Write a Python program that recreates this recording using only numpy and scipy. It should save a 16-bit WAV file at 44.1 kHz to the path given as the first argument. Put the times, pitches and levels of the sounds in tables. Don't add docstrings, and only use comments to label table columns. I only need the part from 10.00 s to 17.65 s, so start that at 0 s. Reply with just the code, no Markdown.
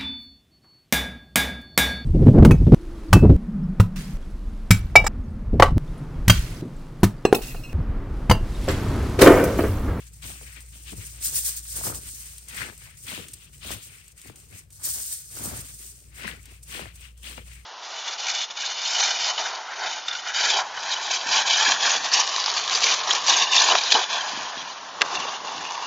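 import sys
import numpy as np
from scipy import signal
from scipy.fft import rfft, irfft
from scipy.io import wavfile
from scipy.ndimage import uniform_filter1d, map_coordinates

SR = 44100
rng = np.random.default_rng(int(sys.argv[2]) if len(sys.argv) > 2 else 0)


def wav_record(signal):
    frames = np.transpose(np.atleast_2d(signal))
    bounded = np.clip(frames, -1, 1)
    quanta = np.round(bounded * 32767).astype(np.int16)
    wavfile.write(sys.argv[1], SR, quanta)


def gain_from_decibels(decibels):
    exponent = np.asarray(decibels, float) / 20
    return 10 ** exponent


N = 337365

# start in seconds, snap level in dB before trim,
# level of the following scatter against it in dB.
TICKS = [(0.0673, -36, -14), (0.231, -36, -9), (0.605, -32, -30), (0.6609, -41, -11), (0.724, -39, -14),
         (1.2256, -20, -15), (1.946, -24.5, -14.5), (2.381, -27, -20), (2.484, -26.5, -29),
         (2.545, -31, -8), (2.7773, -32, -26), (2.8225, -48, -14), (2.973, -41, -13), (3.067, -31, -11),
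         (3.283, -27, -15), (3.3368, -24, -30), (3.53, -45, -7.5), (3.58, -38, -21), (3.6167, -46, -19),
         (3.714, -25, -8), (3.8303, -34, -12), (4.0802, -32, -23), (4.119, -41, -18), (4.177, -41, -7),
         (4.2153, -32, -16), (4.2728, -31, -20), (4.2984, -38, -24), (4.358, -32.5, -18),
         (4.3994, -40, -10), (4.704, -40, -11), (4.8347, -26, -16), (5.3098, -42, -14),
         (5.4306, -38, -17.5), (6.0023, -38.5, -17), (6.1584, -38, -14), (6.277, -35, -25),
         (6.429, -38, -29), (6.455, -30.5, -14), (6.63, -33.5, -30), (6.9564, -34, -26.5),
         (7.008, -38, -15), (7.1755, -41, -16), (7.231, -36.5, -17), (7.532, -41.5, -4)]


def rms_one(x):
    return x / np.sqrt(np.mean(x ** 2) + 1e-20)


def in_time(rows):
    s, *columns = np.transpose(rows)
    return [np.interp(np.arange(N) / SR, s, column) for column in columns]


def at_hz(points, hz):
    table_hz, value = np.transpose(points)
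    return np.interp(np.log(hz), np.log(table_hz), value)


def drift(rate_hz):
    r = np.exp(-2 * np.pi * rate_hz / SR)
    slow = signal.lfilter([1], [1, -2 * r, r * r], rng.standard_normal(N + SR))
    return rms_one(slow[SR:])


def swells(rows, rest_db, rest_value=0):
    roundness = 1.6
    t = np.arange(0, N + 64, 64) / SR
    columns = np.array([(*row, 0)[:5] for row in rows]).T
    peak_s, peak_db, rise_ms, fall_ms, value = columns[:, :, None]
    late_ms = 1000 * (t - peak_s)
    distance = np.where(late_ms < 0, -late_ms / rise_ms, late_ms / fall_ms) ** roundness
    power = gain_from_decibels(2 * (peak_db - 10 * np.minimum(distance, 20)))
    rest_power = gain_from_decibels(2 * rest_db)
    total = power.sum(axis=0) + rest_power
    blend = ((power * value).sum(axis=0) + rest_power * rest_value) / total
    return [np.interp(np.arange(N) / SR, t, v) for v in (10 * np.log10(total), blend)]


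def ring(clicks, hz, cycles):
    r, w = gain_from_decibels(-60 * hz / (cycles * SR)), 2 * np.pi * hz / SR
    b = [(1 - r * r) / 2, 0, (r * r - 1) / 2]
    a = [1, -2 * r * np.cos(w), r * r]
    return signal.lfilter(b, a, clicks + 1e-18)


def grains(spectrum, per_s, spread_db, cycles, clump_db, clump_rate_hz, count, weight_db):
    sizes = gain_from_decibels(spread_db * np.minimum(rng.exponential(1, N), 4)) * rng.choice([-1, 1], N)
    struck_now = rng.random(N) < per_s / SR
    clicks = sizes * struck_now * gain_from_decibels(clump_db * drift(clump_rate_hz))
    dealt, out = rng.integers(0, count, N), 0
    for k, hz in enumerate(np.geomspace(spectrum[0][0], min(spectrum[-1][0], .4 * SR), count)):
        once = ring(clicks * (dealt == k) * gain_from_decibels(weight_db(hz)), hz, cycles)
        out = out + gain_from_decibels(at_hz(spectrum, hz)) * ring(once, hz, cycles)
    return out / np.sqrt(uniform_filter1d(out ** 2, size=3000) + 1e-20)


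def coloured(spectrum):
    shape = gain_from_decibels(at_hz(spectrum, np.fft.rfftfreq(N, 1 / SR) + 1))
    return rms_one(irfft(rfft(rng.standard_normal((2, N))) * shape, N))


def placed(x, other, alike, pan_db, left_lag_s):
    left = map_coordinates(x, [np.arange(N) - left_lag_s * SR], order=3)
    right = np.sqrt(alike) * x + np.sqrt(1 - alike) * other
    return np.array([left * gain_from_decibels(pan_db / 2), right * gain_from_decibels(-pan_db / 2)])


def struck(rows, cycles, trim_db, rise_s, sharp, settle_s):
    out, t = np.zeros(N + SR), np.arange(1500) / SR
    for s, db, hz in rows:
        start = round(s * SR)
        turns = hz * (t + sharp * settle_s * (1 - np.exp(-t / settle_s)))
        shape = (1 - np.exp(-t / rise_s)) * gain_from_decibels(db + trim_db - 60 * t * hz / cycles)
        out[start:start + len(t)] += shape * np.sin(2 * np.pi * turns)
    return out[:N]


def hum():
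    # time in seconds, rms level of the fundamental in dB before pan.
    hum_level = [(0.0, -47), (1.7, -46.5), (1.89, -44), (2.0, -49), (3.4, -60.5), (3.73, -55), (3.92, -62),
                 (4.81, -62), (4.92, -53), (5.18, -61.5), (5.35, -51.5), (6.03, -54.5), (6.29, -48.5),
                 (6.62, -51), (7.52, -45.5), (7.65, -50)]
    hum_hz, waver_hz, second_db = 59.3, 0.27, -21
    phase = 2 * np.pi * np.cumsum(hum_hz + waver_hz * drift(1.32)) / SR
    tone = np.sin(phase) + gain_from_decibels(second_db) * np.sin(2 * phase)
    pan = gain_from_decibels(np.array([[.6], [-.6]]))
    return np.sqrt(2) * gain_from_decibels(in_time(hum_level)[0]) * tone * pan


def patter():
    # frequency in Hz, relative level in dB.
    mesh = [(1500, -21), (3000, -19.5), (5000, -10), (6800, -5), (8500, -5.5), (9500, 0), (11500, -6.5),
            (14000, -5.5), (15800, -1.5)]
    # peak time in seconds, peak level in dB before pan,
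    # rise over 10 dB in ms, fall over 10 dB in ms.
    showers = [(0.0, -52.5, 498, 106), (0.082, -50.5, 25, 16), (0.141, -51.4, 18, 66),
               (0.229, -44.5, 10, 474), (0.295, -41, 64, 34), (0.759, -48, 53, 49), (0.924, -43, 113, 26),
               (0.979, -43.5, 25, 401), (1.07, -41, 30, 14), (1.25, -25, 24, 63), (1.379, -23.5, 56, 30),
               (1.479, -25, 67, 31), (1.578, -33.5, 97, 30), (1.783, -32, 127, 52), (1.854, -26.5, 22, 55),
               (1.955, -35.5, 27, 51), (2.089, -39.5, 83, 323), (2.485, -43, 1, 43), (2.59, -39, 73, 103),
               (2.849, -49.5, 201, 82), (2.971, -48, 1, 77), (3.104, -39.5, 83, 102),
               (3.155, -47.5, 4, 184), (3.335, -36.5, 2, 12), (3.45, -53.5, 500, 42),
               (3.564, -51.1, 57, 29), (3.723, -37, 81, 49), (3.862, -43.5, 69, 25), (3.929, -51, 76, 142),
               (4.124, -55, 97, 6), (4.184, -51, 20, 134), (4.282, -48.5, 33, 18), (4.358, -52.5, 3, 189),
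               (4.586, -46, 68, 39), (4.733, -50, 19, 378), (4.855, -27.5, 22.5, 167),
               (5.072, -34.5, 138, 158), (5.133, -31.5, 32, 24), (5.454, -33.5, 132, 82),
               (5.577, -37, 39, 57), (5.685, -44.5, 118, 318), (5.875, -44, 112, 64),
               (6.163, -47.5, 17, 223), (6.273, -44.5, 10, 49), (6.424, -59, 13, 149),
               (6.518, -52.5, 20, 70), (6.633, -47.7, 6, 13), (6.741, -40.5, 68, 101),
               (6.952, -51.5, 13, 36), (7.033, -51.6, 77, 71), (7.177, -56, 6, 26), (7.267, -44, 43, 127),
               (7.476, -52.5, 36, 169), (7.537, -51, 17, 20)]
    level_db, _ = swells(showers, rest_db=-80)
    top_db = -4.5 + 0.18 * (level_db - level_db.max())

    def bright(hz):
        return top_db * np.clip(np.log2(hz / 9000) / 0.31, 0, 1)

    pair = [grains(mesh, per_s=16000, spread_db=1.0, cycles=17.0, clump_db=2.5, clump_rate_hz=14.0,
                   count=24, weight_db=bright) for _ in range(2)]
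    return gain_from_decibels(level_db) * placed(*pair, alike=0.073, pan_db=4.5, left_lag_s=0.00023)


def crush():
    # frequency in Hz, relative level in dB.
    lump = [(700, -24), (1200, -9), (2000, -6), (3500, -9), (5000, -10.5), (8000, -35)]
    # peak time in seconds, peak level in dB before pan,
    # rise over 10 dB in ms, fall over 10 dB in ms, centre of the hand hollow in Hz.
    squeezes = [(0.001, -55.5, 6, 84, 2772), (0.233, -46, 11, 127, 3050), (0.465, -54.5, 4, 86, 2299),
                (0.508, -56, 285, 154, 2220), (0.573, -50, 20, 38, 2308), (0.739, -58.0, 15, 102, 3000),
                (0.89, -47.5, 31.5, 46, 2920), (1.009, -50.5, 10, 87, 2520), (1.013, -60, 225, 6, 2543),
                (1.29, -51.5, 192, 43, 2760), (1.385, -44, 54, 19, 2800), (1.496, -49, 67, 107, 3357),
                (1.595, -59.3, 6, 8, 3227), (1.653, -53.5, 1, 24, 3064), (1.808, -47.5, 78, 9, 2656),
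                (1.882, -45, 60, 30, 2294), (1.942, -53, 24, 41, 2278), (2.09, -50.5, 82, 10, 2944),
                (2.225, -55, 89, 206, 2670), (2.486, -50, 7, 242, 2640), (2.613, -37, 70, 69, 1910),
                (2.844, -53, 48, 115, 2180), (3.08, -41, 15, 137, 2780), (3.149, -45.5, 75, 107, 2850),
                (3.45, -57.8, 149, 54, 2894), (3.544, -61, 18, 57, 2671), (3.644, -44, 26.5, 155, 3360),
                (3.713, -40, 20, 40, 2889), (3.96, -56.1, 225, 112, 2450), (4.082, -60.6, 17, 32, 2600),
                (4.178, -61, 6, 347, 2660), (4.304, -55, 105, 6, 2000), (4.554, -53.5, 39, 62, 2300),
                (4.883, -51, 62, 27, 2883), (4.958, -59, 35, 60, 2824), (4.982, -48.5, 7, 17, 2756),
                (5.057, -55, 27, 15, 2996), (5.12, -58.5, 45, 44, 3462), (5.248, -62.5, 145, 14, 2996),
                (5.313, -56, 8, 38, 2557), (5.382, -50, 37, 270, 2397), (5.58, -49, 147, 53, 1780),
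                (5.713, -54, 88, 10, 3450), (5.788, -67.2, 6, 498, 2653), (5.803, -57, 17, 93, 2727),
                (6.264, -40, 80, 84, 2100), (6.51, -56.3, 89, 78, 2590), (6.746, -40.5, 46, 112, 2600),
                (6.882, -52.5, 87, 28, 2118), (7.044, -52, 66, 57, 2723), (7.179, -67, 21, 58, 3260),
                (7.251, -45, 19.5, 130, 3022), (7.379, -48.5, 6, 31, 2250), (7.521, -54.5, 58, 109, 2340)]
    # start in seconds, level in dB before trim and pan, settled pitch in Hz.
    cracks = [(0.8804, -38, 2820), (1.838, -29, 1160), (1.871, -27, 1220), (2.579, -33, 1700),
              (2.608, -27, 1650), (2.6173, -23, 1570), (2.6204, -23, 1950), (2.632, -36, 2100),
              (2.6902, -36.5, 1550), (2.6986, -37, 1570), (3.0714, -41, 2900), (3.0994, -41, 2550),
              (3.118, -30, 2930), (3.1772, -27, 2750), (3.6334, -35, 3560), (3.711, -34, 3340),
              (3.7185, -27, 3330), (4.2981, -49, 2340), (5.0476, -37, 2600), (5.371, -38, 1480),
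              (6.2225, -32, 2760), (6.2494, -32, 2210), (6.2786, -22, 1630), (6.289, -28, 2200),
              (6.314, -27.5, 2800), (6.7482, -42, 3060), (6.7694, -33, 2790), (6.8573, -36, 1790),
              (7.2694, -36, 2710), (7.3796, -45, 2300)]
    # time in seconds, left over right in dB.
    hand_pan = [(0.0, 9.5), (0.58, 14.5), (0.96, 13.5), (1.23, 6), (1.81, 2), (2.32, 7), (2.45, 11.5),
                (4.6, 13), (4.77, -3.5), (5.8, 5.5), (6.16, 13.5), (6.71, 12), (7.16, 16), (7.65, 14.5)]
    level_db, hollow_hz = swells(squeezes, rest_db=-82, rest_value=1900)
    pan_db, = in_time(hand_pan)
    hollow_db = 0.5 + 0.64 * pan_db
    octaves = np.clip(0.72 + .015 * (level_db - level_db.max()), .25, 1)

    def hollow(hz):
        return hollow_db * np.exp(-(np.log2(hz / hollow_hz) / octaves) ** 2)

    pair = [grains(lump, per_s=9000, spread_db=0.0, cycles=11.7, clump_db=2.0, clump_rate_hz=19.0,
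                   count=20, weight_db=hollow) for _ in range(2)]
    snaps = struck(cracks, cycles=13.0, trim_db=5.5, rise_s=0.00032, sharp=0.49, settle_s=0.00025)
    near = gain_from_decibels(level_db) * pair[0] + snaps
    other = gain_from_decibels(level_db + 5.0) * pair[1]
    return placed(near, other, alike=0.19, pan_db=pan_db, left_lag_s=-0.00026)


def bowl():
    # frequency in Hz, relative level in dB.
    bowl_spectrum = [(180, -3), (300, -5.5), (500, -9), (900, -13), (1500, -11.5)]
    rumble = [(25, -12), (45, 9), (65, 12.5), (95, 16.5), (130, 12.5), (165, 8), (200, -4.5), (260, -23)]
    # peak time in seconds, peak level in dB before pan,
    # rise over 10 dB in ms, fall over 10 dB in ms, dullness in dB (relative cut from 800 Hz up).
    pushes = [(0.0, -65, 449, 32, 3), (0.263, -50.5, 23, 103, 0), (0.41, -57.3, 2, 79, 9),
              (0.58, -62, 44, 59, 0), (0.748, -62, 14, 72, 0), (0.929, -43.5, 6, 27, 18),
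              (0.971, -57, 104, 107, 12), (1.319, -56, 19, 10, 8), (1.379, -54.5, 197, 32, -4.5),
              (1.499, -56, 89, 17, -11.5), (1.814, -47, 68, 13, -3), (1.871, -39, 32, 87, -2),
              (2.078, -62.9, 500, 110, 3), (2.204, -68.9, 16, 280, -4), (2.642, -47.5, 112, 77, -2.5),
              (2.882, -63.5, 109, 37, -7), (3.13, -45.5, 48, 15, -2), (3.159, -53.5, 85, 152, 13),
              (3.18, -46, 15, 48, 9), (3.458, -71, 25, 500, 13), (3.709, -44, 56, 63, 1),
              (3.862, -63.5, 10, 98, 7), (4.213, -71, 69, 17, -1), (4.255, -59.6, 8, 202, 2),
              (4.308, -51, 40, 8, 12.5), (4.516, -56.5, 9, 70, 9), (4.877, -53, 69, 48, -8),
              (4.971, -51.5, 31, 59, -8), (5.14, -64, 58, 19, -15), (5.469, -42.5, 92, 128, -1),
              (5.806, -65.5, 195, 197, 7), (6.096, -67, 145, 35, 14), (6.268, -43.5, 65, 77, -1),
              (6.519, -61, 78, 29, 0), (6.796, -45, 69, 71, 2), (7.053, -69.5, 136, 56, 0),
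              (7.265, -55, 31, 181, 1.5), (7.377, -47.5, 0, 22, 4)]
    # start in seconds, level in dB before trim and pan, settled pitch in Hz.
    bumps = [(0.252, -43.5, 268.7), (0.412, -39, 388), (0.931, -38, 272), (1.784, -39, 267),
             (1.852, -44, 815), (1.868, -28.5, 288), (1.88, -33, 323), (1.9, -33, 250), (1.908, -47, 250),
             (2.687, -37.5, 348), (2.699, -39, 198), (3.177, -34, 269), (3.647, -37, 520),
             (3.705, -27.5, 322), (4.258, -45, 244), (4.298, -37.5, 298), (5.37, -39.5, 264),
             (5.419, -41, 234), (5.469, -35, 205), (5.519, -41, 200), (5.559, -41, 210), (6.184, -46, 362),
             (6.245, -31.5, 380), (6.749, -35, 296), (6.794, -28, 339), (6.856, -37, 310),
             (7.379, -29, 479), (7.393, -42, 204)]
    # peak time in seconds, peak level in dB before pan,
    # rise over 10 dB in ms, fall over 10 dB in ms.
    sways = [(0.332, -48, 268, 11), (0.418, -55, 39, 411), (0.863, -51.5, 22, 600), (1.001, -40.5, 67, 21),
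             (1.348, -49, 55, 38), (1.769, -46, 71, 382), (1.899, -39, 72, 67), (2.622, -40.5, 42, 25),
             (2.723, -54, 240, 600), (3.11, -51, 59, 35), (3.176, -49.2, 4, 204), (3.778, -46, 222, 13),
             (3.895, -55.9, 95, 15), (4.283, -45.5, 21, 58), (4.561, -50.5, 126, 26),
             (4.864, -53.6, 179, 178), (5.563, -41.5, 215, 75), (5.734, -48, 57, 21), (5.869, -52, 27, 25),
             (6.303, -51.9, 308, 284), (6.797, -51, 198, 323), (7.407, -52, 82, 257)]
    rub_db, dull_db = swells(pushes, rest_db=-72.5, rest_value=7)

    def upper(hz):
        return -dull_db * np.clip(np.log2(hz / 400), 0, 1)

    pair = [grains(bowl_spectrum, per_s=1800, spread_db=3.5, cycles=8.8, clump_db=4.0, clump_rate_hz=29.0,
                   count=12, weight_db=upper) for _ in range(2)]
    knocks = struck(bumps, cycles=12.8, trim_db=-1.0, rise_s=0.0002, sharp=5.74, settle_s=0.001295)
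    near = gain_from_decibels(rub_db) * pair[0] + knocks
    other = gain_from_decibels(rub_db + 6.0) * pair[1]
    sway_db, _ = swells(sways, rest_db=-58.5)
    sway = gain_from_decibels(sway_db) * coloured(rumble)
    return (placed(near, other, alike=0.49, pan_db=8.0, left_lag_s=-0.00032)
            + placed(*sway, alike=0.83, pan_db=4.0, left_lag_s=0))


def ticks(level_db, t60_s, low_hz):
    out, t = np.zeros(N + SR), np.arange(5000) / SR
    rise = 1 - np.exp(-t / 0.00049)
    for (s, *_), db in zip(TICKS, level_db):
        start = round(s * SR)
        out[start:start + len(t)] += rise * gain_from_decibels(db - 60 * t / t60_s) * rng.standard_normal(len(t))
    bright = signal.sosfilt(signal.butter(2, low_hz, "high", fs=SR, output="sos"), out[:N])
    bright = signal.sosfilt(signal.butter(1, 11000, fs=SR, output="sos"), bright)
    buzz = bright + 2.23 * ring(bright, 8300, cycles=20.0)
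    return buzz * gain_from_decibels(np.array([[1.2], [-1.2]]))


def joined_treble(x):
    # frequency in Hz, lead in turns.
    treble_lead = [(8000, 0), (8800, 0), (9700, .5), (10600, .5), (11300, 1), (12800, 1), (13200, 1.5),
                   (14400, 1.5), (15200, 2)]
    left, right = rfft(x)
    hz = np.fft.rfftfreq(N, 1 / SR) + 1
    top = hz > treble_lead[0][0]
    led = left * np.exp(2j * np.pi * at_hz(treble_lead, hz))
    right[top] = led[top]
    return irfft([left, right], N)


def scene():
    _, snap_db, scatter_db = np.transpose(TICKS)
    snaps = ticks(snap_db - 5.0, t60_s=0.021, low_hz=4030)
    scatter = ticks(snap_db + scatter_db, t60_s=0.069, low_hz=1790)
    steady = patter() + crush() + scatter
    return hum() + joined_treble(steady) + bowl() + snaps


def roll_off(x):
    return signal.sosfilt(signal.butter(12, 17010, fs=SR, output="sos"), x)


def record(dry):
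    mix = signal.sosfilt(signal.cheby2(10, 50, 16600, fs=SR, output="sos"), dry)
    return roll_off(mix)


dry = scene()
out = record(dry)
wav_record(out)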